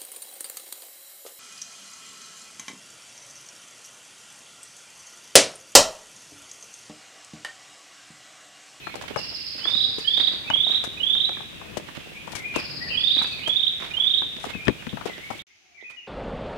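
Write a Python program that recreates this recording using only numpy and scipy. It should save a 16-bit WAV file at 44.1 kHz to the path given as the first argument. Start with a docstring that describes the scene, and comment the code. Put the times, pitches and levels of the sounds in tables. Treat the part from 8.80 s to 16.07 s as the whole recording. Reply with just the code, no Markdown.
"""A near bird repeats runs of rising notes, each a short glide; another trills falling chips, far birds
whistle. Noise-like echo paths stand for trunks and leaves. Two walkers some metres apart on a paved forest path
each wear one microphone (left, right); filtered noise bursts make their shoes knock and scuff over shaped-noise
air. Late on the sound fades to silence and the scene changes: a quieter second part begins."""
import sys
import numpy as np
from scipy import signal
from scipy.fft import rfft, irfft
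from scipy.io import wavfile
from scipy.ndimage import uniform_filter1d

SR = 44100
rng = np.random.default_rng(int(sys.argv[2]) if len(sys.argv) > 2 else 0)


def gain_from_db(level_db):
    """Turn a decibel level (scalar or array-like) into a linear amplitude factor."""
    decades = np.asarray(level_db, float) / 20
    return 10 ** decades


def to_wav(sig):
    """Store sig (one row per channel, or 1-D mono) as 16-bit WAV at the path in sys.argv[1].

    Samples outside -1..1 are clipped; the rate is SR.
    """
    pcm = np.clip(np.atleast_2d(sig), -1, 1) * 32767
    pcm = np.round(pcm).astype(np.int16)
    wavfile.write(sys.argv[1], SR, pcm.T)  # frames by channels


N = 320607
TIME = np.arange(N) / SR
FADE_FROM_S, SECOND_PART_S = 6.622, 6.668


def colour(x, points):
    """Shape a signal's spectrum by (Hz, dB) points."""
    hz, db = np.transpose(points)
    f = np.maximum(np.arange(N // 2 + 1) * SR / N, 1)
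    gain_db = np.interp(np.log(f), np.log(hz), db)
    return irfft(rfft(x, N) * gain_from_db(gain_db), N)


def band(x, low_hz, high_hz):
    """Band-pass, scaled to peak 1."""
    y = signal.sosfilt(signal.butter(2, [low_hz, high_hz], "band", fs=SR, output="sos"), x)
    return y / np.abs(y).max()


def walk(rate_hz):
    """Random levels held 1 / rate_hz and slewed twice; spread near 1."""
    k = int(SR / rate_hz)
    held = np.repeat(rng.standard_normal(N // k + 1), k)
    return 1.29 * uniform_filter1d(uniform_filter1d(held, k), k)[:N]


def add(out, s, piece):
    """Mix a piece in at time s."""
    i = int(s * SR)
    out[i:i + len(piece)] += piece[:max(len(out) - i, 0)]


def chirp(start_hz, end_hz, length_s, bend, edge):
    """A whistled glide with a faint octave; bend > 1 slows it towards its end, a low edge makes it abrupt."""
    u = np.arange(int(length_s * SR)) / (length_s * SR)
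    hz = end_hz + (start_hz - end_hz) * (1 - u) ** bend
    phase = 2 * np.pi * np.cumsum(hz) / SR
    envelope = np.sin(np.pi * u ** 1.05) ** edge
    return envelope * (np.sin(phase) + gain_from_db(-42) * np.sin(2 * phase))


def forest(x, lag_s, direct_db, early_db, tail_db, early_t60_s, tail_t60_s):
    """Direct path, scattered echoes off near trunks and a long leafy tail, all new as the walkers move on."""
    echoes_change_s = .33
    t = np.arange(int(1.2 * SR)) / SR
    hop, lag = int(echoes_change_s * SR), int(lag_s * SR)
    second = int((SECOND_PART_S + echoes_change_s) * SR)
    fade = np.hanning(2 * hop + 1)[:-1]
    x, out = np.r_[np.zeros(hop), x], np.zeros(N + hop)
    early = gain_from_db(early_db - 60 * t / early_t60_s) * np.clip(t / 0.0032, 0, 1) ** 2
    tail = gain_from_db(tail_db - 60 * t / tail_t60_s) * np.clip(t / 0.0063, 0, 1)
    for i in range(0, N + hop, hop):
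        path = rng.standard_normal(len(t)) * np.hypot(early, tail) / np.sqrt(SR)
        path[0] = gain_from_db(direct_db)
        part = x[i:i + 2 * hop] * fade[:len(x) - i]
        late = np.arange(i, i + len(part)) >= second
        # nothing rings on into the second part
        for share, end in ((part * ~late, second), (part * late, len(x))):
            if share.any():
                add(out[:end], (i + lag + .5) / SR, signal.fftconvolve(share, path))
    return out[hop:]


def air():
    """Distant hum, leaves and microphone hiss, unrelated left and right; low and high parts waver apart."""
    # Spectra of the first and second part. Each row: frequency in Hz, density in dB per Hz (relative).
    first_air = [(15, -35.5), (25, -19), (48, -1), (149, 2), (489, -6), (936, -13), (1330, -12),
                 (1650, -10), (1940, -9), (2550, -6), (3520, -7.5), (4250, -16), (14400, -29), (16000, -29)]
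    second_air = [(15, -48.5), (25, -19), (82, -1), (145, -12), (373, -3.5), (489, -15.5), (754, -5.5),
                  (962, -12.5), (1940, -5.5), (2160, 3), (4140, -8.5), (6560, -5), (7310, -21),
                  (16000, -32)]
    # Spectral tilt between sides, ahead of levelling. Each row: frequency in Hz, left minus right in dB.
    side_tilt = [(60, -9), (500, -10), (3000, -10), (12000, -8)]
    first_rms_db, second_rms_db = -42, -59
    out = []
    for sign in (1, -1):
        parts = []
        for points, rms_db in ((first_air, first_rms_db), (second_air, second_rms_db)):
            hiss = colour(rng.standard_normal(N), points)
            hiss = colour(hiss, [(f, sign * d / 2) for f, d in side_tilt])
            low = signal.lfilter(*signal.butter(2, 2000, fs=SR), hiss)
            hiss = low * gain_from_db(2.5 * walk(6)) + (hiss - low) * gain_from_db(0.25 * walk(4.2))
            parts.append(hiss * gain_from_db(rms_db) / hiss.std())
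        out.append(np.where(TIME > SECOND_PART_S, parts[1], parts[0]))
    return np.array(out)


def far_birds():
    """Pure gliding whistles that flutter a little, and fainter chatter from all round, smeared by distance."""
    # Each row: start in seconds, length in seconds, start pitch in Hz, end pitch in Hz,
    # level in dB, left minus right in dB (both ahead of waver and echoes).
    whistle_rows = [(0, 0.13, 2550, 2154, -45, -13), (0, 0.069, 1754, 1940, -54.5, -9),
                    (.01, 0.068, 3400, 4290, -46.5, -4), (.34, 0.13, 2900, 2736, -43, -6),
                    (0.524, 0.11, 2780, 2774, -55.5, -20), (1.18, 0.11, 1840, 1774, -46.5, -7),
                    (1.395, 0.095, 1830, 2000, -47, -6), (1.643, 0.11, 2380, 2102, -39, -4),
                    (2.529, 0.036, 2200, 2460, -40, -2), (2.732, 0.19, 2700, 2530, -47.5, -7.5),
                    (3.192, 0.13, 2720, 2690, -53.5, -19), (3.328, 0.1, 2200, 2484, -40, 0),
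                    (3.39, 0.046, 2900, 3550, -47.5, -10), (3.545, 0.043, 2500, 2110, -32.5, -1),
                    (3.582, .05, 2050, 2047, -35.5, -7), (3.625, 0.065, 2200, 2560, -32, 2),
                    (3.706, 0.054, 2500, 2305, -31, -5), (3.748, 0.058, 2850, 2500, -29.5, 3),
                    (4.002, 0.0596, 1742, 2012, -35.5, 4.5), (4.057, 0.032, 1800, 1805, -38, 2),
                    (4.08, 0.053, 2100, 3060, -32.5, -9), (4.103, 0.058, 2700, 2510, -27.5, -1),
                    (4.349, 0.06, 2520, 2205, -39.5, -15), (4.435, 0.049, 2495, 2600, -37, -6),
                    (4.5, 0.052, 2557, 2442, -32.5, -1.5), (4.55, 0.049, 2760, 2060, -42, -19),
                    (4.6, 0.043, 2558, 2477, -38, -7.5), (5.666, .04, 2100, 2110, -41, -3.5),
                    (5.735, 0.063, 2620, 2400, -35, -1), (5.805, .07, 2300, 2484, -38, 0.5),
                    (5.985, 0.047, 2830, 2704, -43.5, 1), (6.294, 0.093, 2040, 1873, -40, -1.5),
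                    (6.404, .06, 1900, 2210, -36.5, -2), (6.46, 0.064, 2280, 2236, -41.5, -2.5),
                    (6.561, 0.065, 2250, 2274, -47.5, -2.5), (6.689, 0.057, 1900, 2170, -56.5, 8),
                    (6.81, .14, 800, 677, -68, -6), (6.943, 0.051, 2404, 2215, -43.5, -6),
                    (6.977, 0.033, 2150, 1906, -42, -3), (7.04, 0.068, 2502, 2382, -38, -5),
                    (7.125, 0.044, 2050, 1805, -47.5, -8), (7.166, .04, 2930, 2780, -37.5, -2),
                    (7.206, 0.053, 2895, 2673, -44.5, 6)]
    flutter_share = .018  # of pitch
    falling_fade_db, falling_bend = -6.5, 1.617
    rising_soft_start_db, rising_bend = -6, 2.8
    voice, flutter = np.zeros((2, N)), walk(70)
    for s, length_s, start_hz, end_hz, db, pan_db in whistle_rows:
        t = np.arange(0, length_s, 1 / SR)
        u = t / length_s
        # rising notes start soft and reach their pitch early; falling notes die away
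        if end_hz > start_hz:
            left = (1 - u) ** rising_bend
            shape_db = rising_soft_start_db * left
        else:
            left = (1 - u) ** falling_bend
            shape_db = falling_fade_db * u
        hz = end_hz + (start_hz - end_hz) * left
        hz = hz * (1 + flutter_share * np.interp(s + t, TIME, flutter))
        ramps = np.clip(np.minimum(t, length_s - t) / 0.0036, 0, 1)
        tone = np.sin(2 * np.pi * np.cumsum(hz) / SR) * ramps
        for side, sign in zip(voice, (1, -1)):
            add(side, max(s, 0), tone * gain_from_db(db + shape_db + sign * pan_db / 2))
    # moving leaves in the way make the far notes waver
    voice = voice * gain_from_db(3.5 * np.array([walk(60), walk(60)]))
    for when, pitch, glide, size, side in rng.random((160, 5)):
        hz = 1900 + 1900 * pitch
        chatter = chirp(hz, hz * (1.2 + 0.37 * glide), 0.1, 1.4, 0.64)
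        add(voice[int(side > .5)], when * FADE_FROM_S, gain_from_db(-65.5 + 4.3 * size) * chatter)
    left = forest(voice[0], 0, 1.7, 5.5, 10, .3, 0.85)
    right = forest(voice[1], .02, -2.0, 13.6, 12.8, 0.077, 0.98)
    return np.array([left, right])


def to_walkers(own, across_db):
    """Each microphone hears its own shoes, and the other pair later, weaker and duller."""
    walkers_apart_s = 0.027
    delayed = np.roll(own[::-1], int(walkers_apart_s * SR), axis=1)
    across = signal.lfilter(*signal.butter(1, 2500, fs=SR), delayed)
    return own + gain_from_db(across_db) * across


def steps():
    """A short uneven push rings the sole and thuds into the ground; a click marks the first touch."""
    # Shoe on paving, left walker then right. Each row: start in seconds, level in dB, ring in Hz,
    # click over ring in dB.
    step_rows = [
        [(0.069, -22.5, 1210, -20), (0.155, -26.5, 664, -15), (0.237, -29, 850, -15), (0.36, -15, 720, -27),
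         (0.854, -20.5, 1280, -21), (1.183, -26, 412, -9), (1.701, -16, 820, -4), (1.758, -29.5, 680, -15),
         (1.866, -25, 734, -16), (2.039, -22.5, 1030, -33), (2.605, -26.5, 966, -18), (2.814, -31, 780, -15),
         (2.969, -20.5, 470, -22), (3.475, -22, 897, -33), (3.531, -28.5, 716, -10.5), (3.76, -16, 474, -5),
         (4.39, -38, 307, 11), (4.413, -25.5, 1360, -13), (4.676, -22, 658, -23), (5.419, -22, 1222, -19),
         (5.641, -21, 660, -11), (6.171, -23, 1060, -13), (6.211, -26, 1080, -13), (6.256, -18.5, 523, -17),
         (6.297, -26.5, 490, -23), (6.503, -20.5, 740, -31), (7.025, -51, 400, -15)],
        [(0.141, -31, 816, 3), (0.213, -31, 600, 4.5), (0.306, -26, 460, -22), (0.952, -32.5, 296, 9),
         (1.375, -32, 500, 8), (1.399, -21, 1760, -12), (1.534, -35, 298, 1), (1.897, -29, 500, -8),
         (2.073, -30.5, 318, -20), (2.35, -29.5, 1480, -16), (2.492, -24, 622, -1.5), (2.57, -27.5, 1450, -16),
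         (3.087, -29, 1430, -15), (3.17, -30, 294, 2.5), (4.363, -28.5, 474, 0), (4.414, -24, 1320, -18.5),
         (4.444, -24.5, 1510, -17), (5.002, -39, 314, 6), (5.022, -25.5, 1420, -21), (5.182, -32.5, 754, -22),
         (5.566, -37.5, 260, 9.5), (5.662, -31.5, 325, -10.5), (6.023, -32.5, 1430, -15), (6.38, -33.5, 452, 2),
         (7.025, -44.5, 400, -15)],
    ]
    light_per_s = 2
    own = np.zeros((2, N))
    t = np.arange(int(.08 * SR)) / SR
    for side, rows in zip(own, step_rows):
        # light touches of heel and toe at random times
        light = [(when * FADE_FROM_S, -42 + 5 * size, 300 + 350 * pitch, -12)
                 for when, size, pitch in rng.random((int(light_per_s * FADE_FROM_S), 3))]
        for s, db, hz, click_db in [*rows, *light]:
            chance = rng.standard_normal((3, len(t)))
            push = chance[0] * np.exp(-t / 0.0032) * np.clip(t / 0.00092, 0, 1)
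            push = push + 0.15 * chance[1] ** 3 * np.exp(-t / 0.0091)
            ring = band(push, hz / 1.99, hz * 1.333)
            thud = gain_from_db(-8.5) * band(push, 126, 433)
            click = gain_from_db(click_db) * band(chance[2] * np.exp(-t / 0.0029), 830, 3600)
            add(side, s, gain_from_db(db + 4.5) * (ring + thud + click))
    heard = to_walkers(own, -12.5)
    return np.array([forest(side, 0, 0.15, 1.8, -9.0, 0.061, 0.54) for side in heard])


def scuffs():
    """Soles scuff grit (left) and leaf litter (right): bursts of tiny grains of uneven size."""
    # Left then right. Each row: start in seconds, level in dB, decay in seconds (2 ms at least).
    scuff_rows = [
        [(0.1552, -20, 0.0064), (0.221, -29.5, 0.017), (0.3604, -27.5, 0.03), (1.1842, -27.5, 0.032),
         (2.0384, -26.5, 0.033), (2.97, -23, 0.014), (3.4717, -28.5, 0.016), (3.5189, -30, 0.022),
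         (3.5525, -17, 0.011), (3.566, -31.5, 0.026), (3.7593, -23, 0.022), (4.3904, -34, 0.014),
         (4.4205, -26, 0.03), (4.4697, -32, 0.067), (4.6744, -25.5, 0.026), (5.599, -33.5, 0.04),
         (5.6416, -28.5, 0.024), (5.8526, -23, 0.01), (6.254, -29, 0.018), (6.5031, -33.5, 0.044),
         (7.0988, -37.5, 0.021)],
        [(.215, -32.5, 0.027), (.28, -32.5, 0.11), (.78, -34, 0.054), (0.871, -35.5, 0.11),
         (1.379, -33.5, 0.24), (1.889, -33, 0.12), (3.07, -33, 0.0153), (3.15, -27.5, 0.029), (3.74, -29, 0.11),
         (4.369, -32.5, 0.17), (5.0, -33, 0.17), (5.65, -35, 0.11), (6.27, -34.5, 0.063), (7.01, -49, 0.0059),
         (7.1, -38.5, 0.023)],
    ]
    # Spectra. Each row: frequency in Hz, density in dB per Hz (relative).
    grit_spectrum = [(800, -4), (2000, -0.5), (4000, -2.5), (7000, -5.5), (11000, -12.5), (16000, -29.5)]
    litter_spectrum = [(150, 1.5), (500, 4), (1500, 5), (3000, 6.5), (7000, -13.5), (16000, -26.5)]
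    swell = np.zeros((2, N))
    t = np.arange(int(.4 * SR)) / SR
    for side, rows in zip(swell, scuff_rows):
        for s, db, decay_s in rows:
            burst = np.clip(t / 0.00048, 0, 1) * np.exp(-t / max(decay_s, .002))
            add(side, s, gain_from_db(db - 4.5) * burst)
    grains = rng.standard_normal((2, N)) * gain_from_db(1.6 * rng.exponential(size=(2, N)) + 2.5)
    grains = grains * gain_from_db(3.84 * walk(120)) * swell
    own = np.array([colour(grains[0], grit_spectrum), colour(grains[1], litter_spectrum)])
    return to_walkers(own, -11.0)


def trilling_bird():
    """Fast falling chips fade towards their low end, start lower as a trill goes on, reach the right first."""
    # Each row: start at the left walker in seconds, chips (rounded), first gap in seconds, level in dB,
    # start pitch in Hz, sinking in Hz per second.
    trill_rows = [(0.385, 20, .0566, -26, 5645, 630), (3.795, 13.1, .0562, -24, 5470, 953)]
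    slowing_s = (.0002, .00037)  # per trill; each gap is longer by twice this
    fade_db_per_s = -2.5
    voice = np.zeros(N)
    for (first_s, count, gap_s, db, top_hz, sink_hz_per_s), slow_s in zip(trill_rows, slowing_s):
        k = np.arange(round(count))
        for since_s, chance in zip(gap_s * k + slow_s * k ** 2, rng.standard_normal(len(k))):
            chip = chirp(top_hz - sink_hz_per_s * since_s, 3300, .022, .85, .7)
            chip = chip * gain_from_db(np.linspace(6.5, -17.5, len(chip)))
            chip_db = db + fade_db_per_s * since_s + 0.91 * chance
            add(voice, first_s + since_s - .012, gain_from_db(chip_db) * chip)
    # the bird turns to face the left walker for its second trill
    turn_db = np.where(TIME > 3, -5.5, 1.5)
    left = forest(voice, 0.013, -2.0, 7.6, 11.4, 1.0, 0.92)
    right = forest(voice * gain_from_db(turn_db), 0, -0.5, 17.3, 11.8, 0.47, 1.0)
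    return np.array([left, right])


def near_bird():
    """Runs of rising notes and a few sharp chips: direct on the right, mostly scattered and later on the left."""
    # Each row: first note in seconds, last note in seconds, level in dB, ceiling in Hz,
    # accented note (from 0), swell in dB per note before it.
    run_rows = [(.784, 1.039, -8.5, 4117, 3, 8.5), (1.217, 1.471, -8.5, 4070, 2, 13),
                (1.675, 1.945, -9, 4069, 2, 8), (2.171, 2.439, -9, 4035, 2, 8.5),
                (4.113, 4.378, -8.5, 4070, 2, 6.5), (4.601, 4.867, -8.5, 3996, 3, 8),
                (5.108, 5.374, -8, 3976, 3, 6)]
    # Each row: start in seconds, level in dB.
    chip_rows = [(5.872, -26.5), (6.094, -25), (6.335, -29.5), (6.594, -27), (7.013, -42)]
    run_notes, slowing_share = 9, .14  # early notes crowd together by this share
    first_below_hz, climb_notes = 1450, 3.158  # the pitch closes in on the ceiling
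    narrow_scoop_hz, scoop_hz_per_note, wide_scoop_hz = 118, 191.5, 780
    widen_after_notes = 0.67  # scoops widen this long after the accent
    after_accent_db, tiring_db_per_note = -4.5, -0.04
    voice = np.zeros(N)
    k = np.arange(run_notes)
    u = k / k[-1]
    for first_s, last_s, db, ceiling_hz, accent, swell_db in run_rows:
        chance = rng.standard_normal((2, run_notes))
        times_s = first_s + (last_s - first_s) * (u - slowing_share * u * (1 - u))
        end_hz = ceiling_hz - first_below_hz * np.exp(-k / climb_notes)
        end_hz = end_hz * (1 + 0.0083 * chance[0])
        since = k - accent
        scoop_hz = narrow_scoop_hz + scoop_hz_per_note * (since - widen_after_notes)
        scoop_hz = np.clip(scoop_hz, narrow_scoop_hz, wide_scoop_hz)
        # the voice swells up to the accent, and the note after it is weaker
        level_db = db + swell_db * np.minimum(since, 0) + after_accent_db * (since == 1)
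        level_db = level_db + tiring_db_per_note * k + 1.2 * chance[1]
        for s, top_hz, rise_hz, note_db in zip(times_s, end_hz, scoop_hz, level_db):
            # each note scoops up from below its steady climb
            note = chirp(top_hz - 1.1 * rise_hz, top_hz, .0195, 1.9, .6)
            add(voice, s - .001, gain_from_db(note_db) * note)
    for s, db in chip_rows:
        # a close echo repeats each chip 8 ms later, 4 dB weaker
        chip = chirp(2900, 3950, .007, 1.2, .7)
        add(voice, s - .003, gain_from_db(db) * chip)
        add(voice, s + 0.0052, gain_from_db(db - 4.0) * chip)
    right = forest(voice, 0, -2, 10.5, 5.5, .3, .8)
    left = forest(voice, 0.015, -15, 2.1, 1.9, 0.4, 0.88)
    return np.array([left, right])


def bumps():
    """Something knocks the left microphone itself: a dull swing with a tick, unheard on the right."""
    # Each row: start in seconds, level in dB, swing in Hz, tick over swing in dB.
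    bump_rows = [(5.748, -26.5, 220, -5), (5.871, -22, 236, 1), (5.881, -10, 290, 1.5),
                 (5.895, -20, 234, -0.5), (6.068, -25, 260, 2), (6.129, -25.5, 262, -33)]
    out = np.zeros((2, N))
    t = np.arange(int(.1 * SR)) / SR
    for s, db, hz, tick_db in bump_rows:
        chance = rng.standard_normal((2, len(t)))
        swing = band(chance[0] * np.exp(-t / 0.012), hz / 3, hz * 1.16)
        tick = band(chance[1] * np.exp(-t / 0.0027), 910, 2370)
        add(out[0], s, gain_from_db(db + 6) * (swing + gain_from_db(tick_db) * tick))
    return out


def scene():
    """All sources at the two microphones."""
    return near_bird() + trilling_bird() + far_birds() + steps() + bumps() + scuffs() + air()


def roll_off(x):
    """The treble ends steeply here."""
    return signal.sosfilt(signal.butter(12, 16500, fs=SR, output="sos"), x)


def record(dry):
    """The sound fades to a faint dull remnant, falls silent, then a quieter second part begins; the top is cut."""
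    silent_from_s, top_hz = 6.638, 15850
    dull = signal.lfilter(*signal.butter(6, 4000, fs=SR), dry)
    remnant = gain_from_db(-22) * dull * np.clip((silent_from_s - TIME) / 0.014, 0, 1)
    x = np.where((TIME > FADE_FROM_S) & (TIME < SECOND_PART_S), remnant, dry)
    x = signal.sosfilt(signal.ellip(10, .2, 80, top_hz, fs=SR, output="sos"), x)
    return roll_off(x)


dry = scene()
out = record(dry)
to_wav(out)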